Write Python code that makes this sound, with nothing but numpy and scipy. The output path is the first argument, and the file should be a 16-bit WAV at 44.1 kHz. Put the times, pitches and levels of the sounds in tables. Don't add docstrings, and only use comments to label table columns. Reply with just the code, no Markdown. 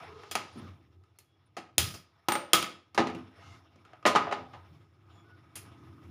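import sys
import numpy as np
from scipy import signal
from scipy.io import wavfile

SR = 44100
rng = np.random.default_rng(int(sys.argv[2]) if len(sys.argv) > 2 else 0)


def store_wav(level_fs):
    pcm = np.round(np.clip(np.atleast_2d(level_fs), -1, 1) * 32767)
    wavfile.write(sys.argv[1], SR, pcm.T.astype(np.int16))


N = 269010

# time in seconds, rumble in dB, rustle in dB.
BACKGROUND_LEVELS = [(0, -52, -54.5), (.22, -63, -62.5), (.52, -64, -73), (.58, -51, -61),
                     (.76, -57, -68.5), (.9, -65.5, -82), (1.2, -71.5, -85), (1.75, -69, -84),
                     (2.27, -73, -78), (2.6, -64.5, -60.5), (2.85, -72, -83), (3.2, -55.5, -60.5),
                     (3.33, -66.5, -71), (3.4, -63.5, -61.5), (3.57, -63.5, -68), (3.65, -73.5, -72),
                     (4.0, -62.5, -72), (4.6, -57.5, -68), (4.9, -67.5, -80), (5.15, -58, -71),
                     (5.45, -59.5, -72.5), (5.7, -53.5, -66), (6.1, -53.5, -73)]
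# frequency in Hz, relative density in dB.
RUMBLE_SPECTRUM = [(40, -46), (68, -24.5), (90, 6), (125, 2.5), (200, -13.5), (325, -4.5), (450, -29),
                   (600, -47)]
RUSTLE_SPECTRUM = [(240, -22.5), (400, -2.5), (600, -6), (1300, -4), (2700, -15.5), (5300, -32),
                   (7500, -39), (11000, -39), (16000, -43)]
HISS_SPECTRUM = [(35, -36), (60, -7.5), (103, 0.5), (172, -24.5), (323, -17.5), (492, -15.5), (968, -19.5),
                 (1250, -24), (1470, -31), (3270, -32.5), (16000, -56)]
# centre in Hz, width in Hz, gain in dB.
RUSTLE_RESONANCES = [(680.3, 24, 12), (1035, 140, 4.5), (1470, 27, 2.5), (2280, 48, 7), (2700, 60, 4.5),
                     (3100, 81, -1.5), (3543, 360, 7.5), (4270, 40, 2.5), (5340, 470, 12), (5570, 150, 4),
                     (7140, 170, 1), (10800, 330, 9)]
# start in seconds, length in seconds, centre in Hz, width in Hz, level in dB.
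METAL_SQUEAKS = [(.04, 0.3, 430, 60, -55), (0.02, .75, 4000, 3000, -64), (0.521, .03, 9700, 500, -69),
                 (0.572, 0.035, 9900, 1200, -64), (1.16, 0.09, 4300, 200, -76), (1.19, .26, 3350, 40, -82),
                 (1.455, 0.027, 9500, 700, -79), (3.378, 0.24, 2100, 120, -66), (3.38, .2, 2800, 250, -67),
                 (3.38, .24, 4800, 3500, -66), (5.114, 0.17, 3380, 80, -74), (5.08, 0.17, 7000, 210, -80.5),
                 (5.24, 0.16, 1478, 30, -61)]

BLOW_EDGES_HZ = [140, 400, 1600, 5000, 10000, 16500]
# start in seconds, level in dB, tilt in dB per band, thud level in dB,
# contact decay time in ms, pitch of the struck spot in Hz.
STOVE_BLOWS = [(0.234,-47.5,-10,-70,3.2,830), (0.312,-34.5,4,-52,10,3480), (0.353,-22,-1.5,-33,5.05,876),
               (0.556,-84,10,-44.5,117,232), (1.037,-65.5,-3,-86,3.6,1300), (1.187,-53,8,-61.5,4.6,12200),
               (1.567,-41.5,-5.5,-45,21,767), (1.781,-11,7,-31.5,2.67,3490), (1.80,-46,9,-63.5,80,5176),
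               (1.94,-46,3,-54,22,5200), (2.533,-3.5,5,-27,1.54,3400), (2.539,-28.5,-9.5,-27,11.2,1250),
               (2.626,-26,0.5,-41,4,3510), (2.642,-32,-0.5,-34.5,2.6,2200), (3.758,-61.5,-4,-50.5,4.8,5530),
               (3.85,-58,-6.5,-59.5,8,1400), (3.933,-52,-14.5,-69.5,2.7,716), (4.027,-56,-11,-59,4,1125),
               (5.555,-45.5,7,-59,29.6,10900)]
LIGHTER_BLOWS = [(2.285, -19.5, 1, -23.5, 3.75, 912), (2.32, -21.5, 2.5, -36.5, 3.2, 930),
                 (2.353, -27, -1, -38.5, 4.5, 600)]
COOKER_BLOWS = [(2.946,-40,7,-47,7.1,1100), (2.977,-24,-3.5,-26,14.6,800), (3.003,-29,-3,-23,4,260),
                (3.07,-35.5,-1.5,-38.5,7.8,340), (3.098,-43.5,1,-56,4.8,2400), (3.148,-44.5,3,-34,6.5,2700),
                (4.053,-24.5,-6,-32,16,600), (4.062,-22.5,4.5,-34.5,25,1050), (4.151,-28,-7.5,-47,18,900),
                (4.158,-21.5,-1.5,-29.5,8.5,1200), (4.268,-53.5,-17,-62,31,700), (4.312,-39,-6,-39.5,8,600),
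                (4.324,-30,-5,-37,6.9,800), (4.534,-55,-7.5,-89,24,900)]
STOVE_BANDS_DB = [-2.5, 0.16, -1.5, -10]
LIGHTER_BANDS_DB = [5.5, 0.8, -10.5, -4]
COOKER_BANDS_DB = [5, 0.14, -10.5, -27.5]
# frequency in Hz, gain in dB, T60 in seconds.
STOVE_MODES = [(760, -41, 0.035), (1307, -47, 0.024), (2734, -33.5, 0.0085), (3333, -32.5, 0.015),
               (5110, -40, 0.069), (6980, -45.5, .04), (10250, -34, 0.028)]
LIGHTER_MODES = [(362, -45, 0.14), (590, -46, 0.12), (870, -44.5, .08), (8230, -33, 0.085),
                 (8430, -37, .07), (8820, -34, 0.1), (8880, -30, 0.14)]
COOKER_MODES = [(190, -46, 0.032), (259.5, -44, 0.13), (344, -53, 0.09), (436, -47, 0.13),
                (600, -53, 0.067), (735, -47, 0.07), (804, -44.5, 0.034), (1055, -40, 0.018),
                (1250, -49.5, 0.076), (1990, -52.5, 0.11)]

# frequency in Hz, T60 in seconds.
KITCHEN_T60_S = [(100, 0.2), (260, 0.51), (700, 0.37), (1840, 0.38), (4850, .35), (12800, 0.22)]
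# frequency in Hz, gain in dB.
KITCHEN_GAIN_DB = [(100, 6), (300, -7), (1000, -6), (3000, -6.5), (7000, -10), (15000, -7.5)]
# centre in Hz, width in Hz, gain in dB.
MIC_RESONANCES = [(89, 17, 4.5), (332, 26, 7.5), (410, 32, 0.5), (818, 97, 5), (1259.5, 100, 11.5),
                  (2150, 170, 2), (2800, 310, 2), (5300, 700, -0.5), (7200, 600, 1), (7923, 700, -8.5),
                  (10500, 920, 0), (13200, 1500, -9.5), (16000, 1800, 8)]

TIME_S = np.arange(N) / SR


def from_db(db):
    return 10 ** (np.asarray(db) / 20)


def unit_rms(x):
    return x / np.sqrt(np.mean(x ** 2) + 1e-20)


def at_hz(table, hz):
    table_hz, values = np.transpose(table)
    return np.interp(np.log(hz), np.log(table_hz), values)


def bandpass(x, low_hz, high_hz):
    return signal.sosfilt(signal.butter(2, [low_hz, high_hz], "band", fs=SR, output="sos"), x)


def peak(x, hz, width_hz, db):
    gain, width = from_db(db / 2), np.pi * width_hz / SR
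    middle = -2 * np.cos(2 * np.pi * hz / SR)
    numerator = [1 + width * gain, middle, 1 - width * gain]
    return signal.lfilter(numerator, [1 + width / gain, middle, 1 - width / gain], x)


def drift(rate_hz):
    hop, warmup = 40, 2000
    pole = np.exp(-2 * np.pi * rate_hz * hop / SR)
    white = rng.standard_normal(N // hop + warmup + 2)
    slow = signal.lfilter([1], [1, -2 * pole, pole * pole], white)[warmup:]
    return np.interp(np.arange(N) / hop, np.arange(len(slow)), unit_rms(slow))


def flickering_noise(spectrum, flicker_db, rate_hz, tilt_db_per_octave=0):
    edges_hz = 40 * 2 ** np.arange(0, 8.8, 1 / 3)
    out, common = 0, drift(rate_hz)
    white = rng.standard_normal((2, N))
    for k, (low_hz, high_hz) in enumerate(zip(edges_hz, edges_hz[1:])):
        hz = np.sqrt(low_hz * high_hz)
        tilt_db = tilt_db_per_octave * np.clip(np.log2(hz / 1500), 0, 1.5)
        wander_db = flicker_db * (0.82 * common + drift(rate_hz))
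        gain = from_db(at_hz(spectrum, hz) + wander_db + tilt_db)
        out += gain * bandpass(white[k % 2], low_hz, high_hz)
    widths_hz = 0.23 * edges_hz
    power = np.sum(from_db(at_hz(spectrum, edges_hz)) ** 2 * widths_hz) * 2 / SR
    return out / np.sqrt(power)


def wall_rumble(level_db):
    return from_db(level_db) * flickering_noise(RUMBLE_SPECTRUM, flicker_db=2.5, rate_hz=2.3)


def rustle(level_db):
    tilt = 4 - 0.18 * (level_db + 65)
    noise = flickering_noise(RUSTLE_SPECTRUM, flicker_db=2.5, rate_hz=14, tilt_db_per_octave=tilt)
    out = from_db(level_db) * noise
    for hz, width_hz, db in RUSTLE_RESONANCES:
        out = peak(out, hz, width_hz, db)
    return out


def mic_hiss(level_db=-78.5):
    return from_db(level_db) * flickering_noise(HISS_SPECTRUM, flicker_db=1.5, rate_hz=12)


def squeaks():
    out = np.zeros(N)
    for start_s, length_s, hz, width_hz, db in METAL_SQUEAKS:
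        start, length = round(start_s * SR), round(length_s * SR)
        noise = bandpass(rng.standard_normal(SR), hz - width_hz / 2, hz + width_hz / 2)
        settled = unit_rms(noise[SR // 5:])
        out[start:start + length] += from_db(db) * settled[:length] * np.sqrt(np.hanning(length))
    return out


def ring(x, hz, t60_s):
    pole, angle = from_db(-60 / (t60_s * SR)), 2 * np.pi * hz / SR
    return signal.lfilter([0, np.sin(angle)], [1, -2 * pole * np.cos(angle), pole * pole], x + 1e-18)


def blows(events, colour_db, modes, length=12000, rise_s=0.00018):
    out, t = np.zeros((2, N + length)), np.arange(length) / SR
    onset = 1 - np.exp(-t / rise_s)
    end_fade = np.clip((t[-1] - t) / 0.1, 0, 1)
    for start_s, level_db, tilt_db, thud_db, contact_ms, spot_hz in events:
        start = round(start_s * SR)
        upper_db = level_db + np.array(colour_db) + tilt_db * np.arange(-1, 3)
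        envelope = np.exp(-t * 1000 / np.clip(contact_ms, 0.3, 90)) * onset * end_fade
        rattle, click = rng.standard_normal(length) * envelope, t == 0
        contact = peak(np.array([rattle, click]), spot_hz, width_hz=0.3 * spot_hz, db=11)
        for k, db in enumerate([thud_db, *upper_db]):
            part = bandpass(contact, *BLOW_EDGES_HZ[k:k + 2]) * (-1) ** k
            part *= 0.5 * np.linalg.norm(envelope) / np.linalg.norm(part, axis=1, keepdims=True)
            out[:, start:start + length] += from_db(db) * part
    contacts = out[:, :N]
    return contacts + sum(from_db(db) * ring(contacts, hz, t60_s) for hz, db, t60_s in modes)


def kitchen_echoes(x, first_wall_s=0.003, build_s=0.004, crossfade_s=0.95):
    t, edges_hz = np.arange(SR) / SR, 60 * 2 ** np.arange(0, 8.6, 0.5)
    white, tails = rng.standard_normal((2, 2, SR)), 0
    for k, (low_hz, high_hz) in enumerate(zip(edges_hz, edges_hz[1:])):
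        hz = np.sqrt(low_hz * high_hz)
        decay_db = at_hz(KITCHEN_GAIN_DB, hz) - 60 * t / at_hz(KITCHEN_T60_S, hz)
        tails += bandpass(white[k % 2], low_hz, high_hz) * from_db(decay_db)
    tails *= from_db(drift(rate_hz=130)[:SR])
    tails *= np.clip((t - first_wall_s) / build_s, 0, 1) / np.sqrt(SR / 100)
    angle = np.pi / 2 * TIME_S / crossfade_s
    feeds = x * [np.cos(angle), np.sin(angle)]
    return signal.fftconvolve(feeds, tails, axes=1)[:, :N].sum(axis=0)


def flame_puff(start_s=1.772, end_s=2.03, rise_s=0.012, level_db=-35.5, fade_db_per_s=95.5):
    t = TIME_S - start_s
    window = np.clip(t / rise_s, 0, 1) * np.clip((end_s - TIME_S) / 0.03, 0, 1)
    flutter = unit_rms(bandpass(rng.standard_normal(N), low_hz=75, high_hz=180))
    return window * from_db(level_db - fade_db_per_s * np.abs(t)) * flutter


def suppressor(x, margin_db=37.5, depth_db=8, forget_db_per_s=42):
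    power = signal.lfilter([0.002], [1, -0.998], x ** 2)
    level_db = 10 * np.log10(power + 1e-12)
    fall_db = forget_db_per_s * TIME_S
    held_db = np.maximum.accumulate(level_db + fall_db, axis=-1) - fall_db
    return x * from_db(-np.clip(held_db - level_db - margin_db, 0, depth_db))


def scene():
    stove = blows(STOVE_BLOWS, STOVE_BANDS_DB, STOVE_MODES)
    lighter = blows(LIGHTER_BLOWS, LIGHTER_BANDS_DB, LIGHTER_MODES)
    cooker = blows(COOKER_BLOWS, COOKER_BANDS_DB, COOKER_MODES)
    direct, room_feed = stove + lighter + cooker
    mix = direct + kitchen_echoes(room_feed) + squeaks() + flame_puff()
    times_s, rumble_db, rustle_db = np.transpose(BACKGROUND_LEVELS)
    mix += wall_rumble(np.interp(TIME_S, times_s, rumble_db))
    mix += rustle(np.interp(TIME_S, times_s, rustle_db))
    return (mix + mic_hiss())[None]


def record(dry, bass_cut_hz=68, ceiling=0.9, shelf_hz=15900, cutoff_hz=17350):
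    x = signal.sosfilt(signal.butter(4, bass_cut_hz, "high", fs=SR, output="sos"), dry)
    for hz, width_hz, db in MIC_RESONANCES:
        x = peak(x, hz, width_hz, db)
    x = ceiling * np.tanh(suppressor(x) / ceiling)
    dull = signal.sosfilt(signal.cheby2(12, 50, shelf_hz, fs=SR, output="sos"), x)
    shelved = dull + from_db(-26) * x
    return signal.sosfilt(signal.cheby2(20, 70, cutoff_hz, fs=SR, output="sos"), shelved)


dry = scene()
out = record(dry)
store_wav(out)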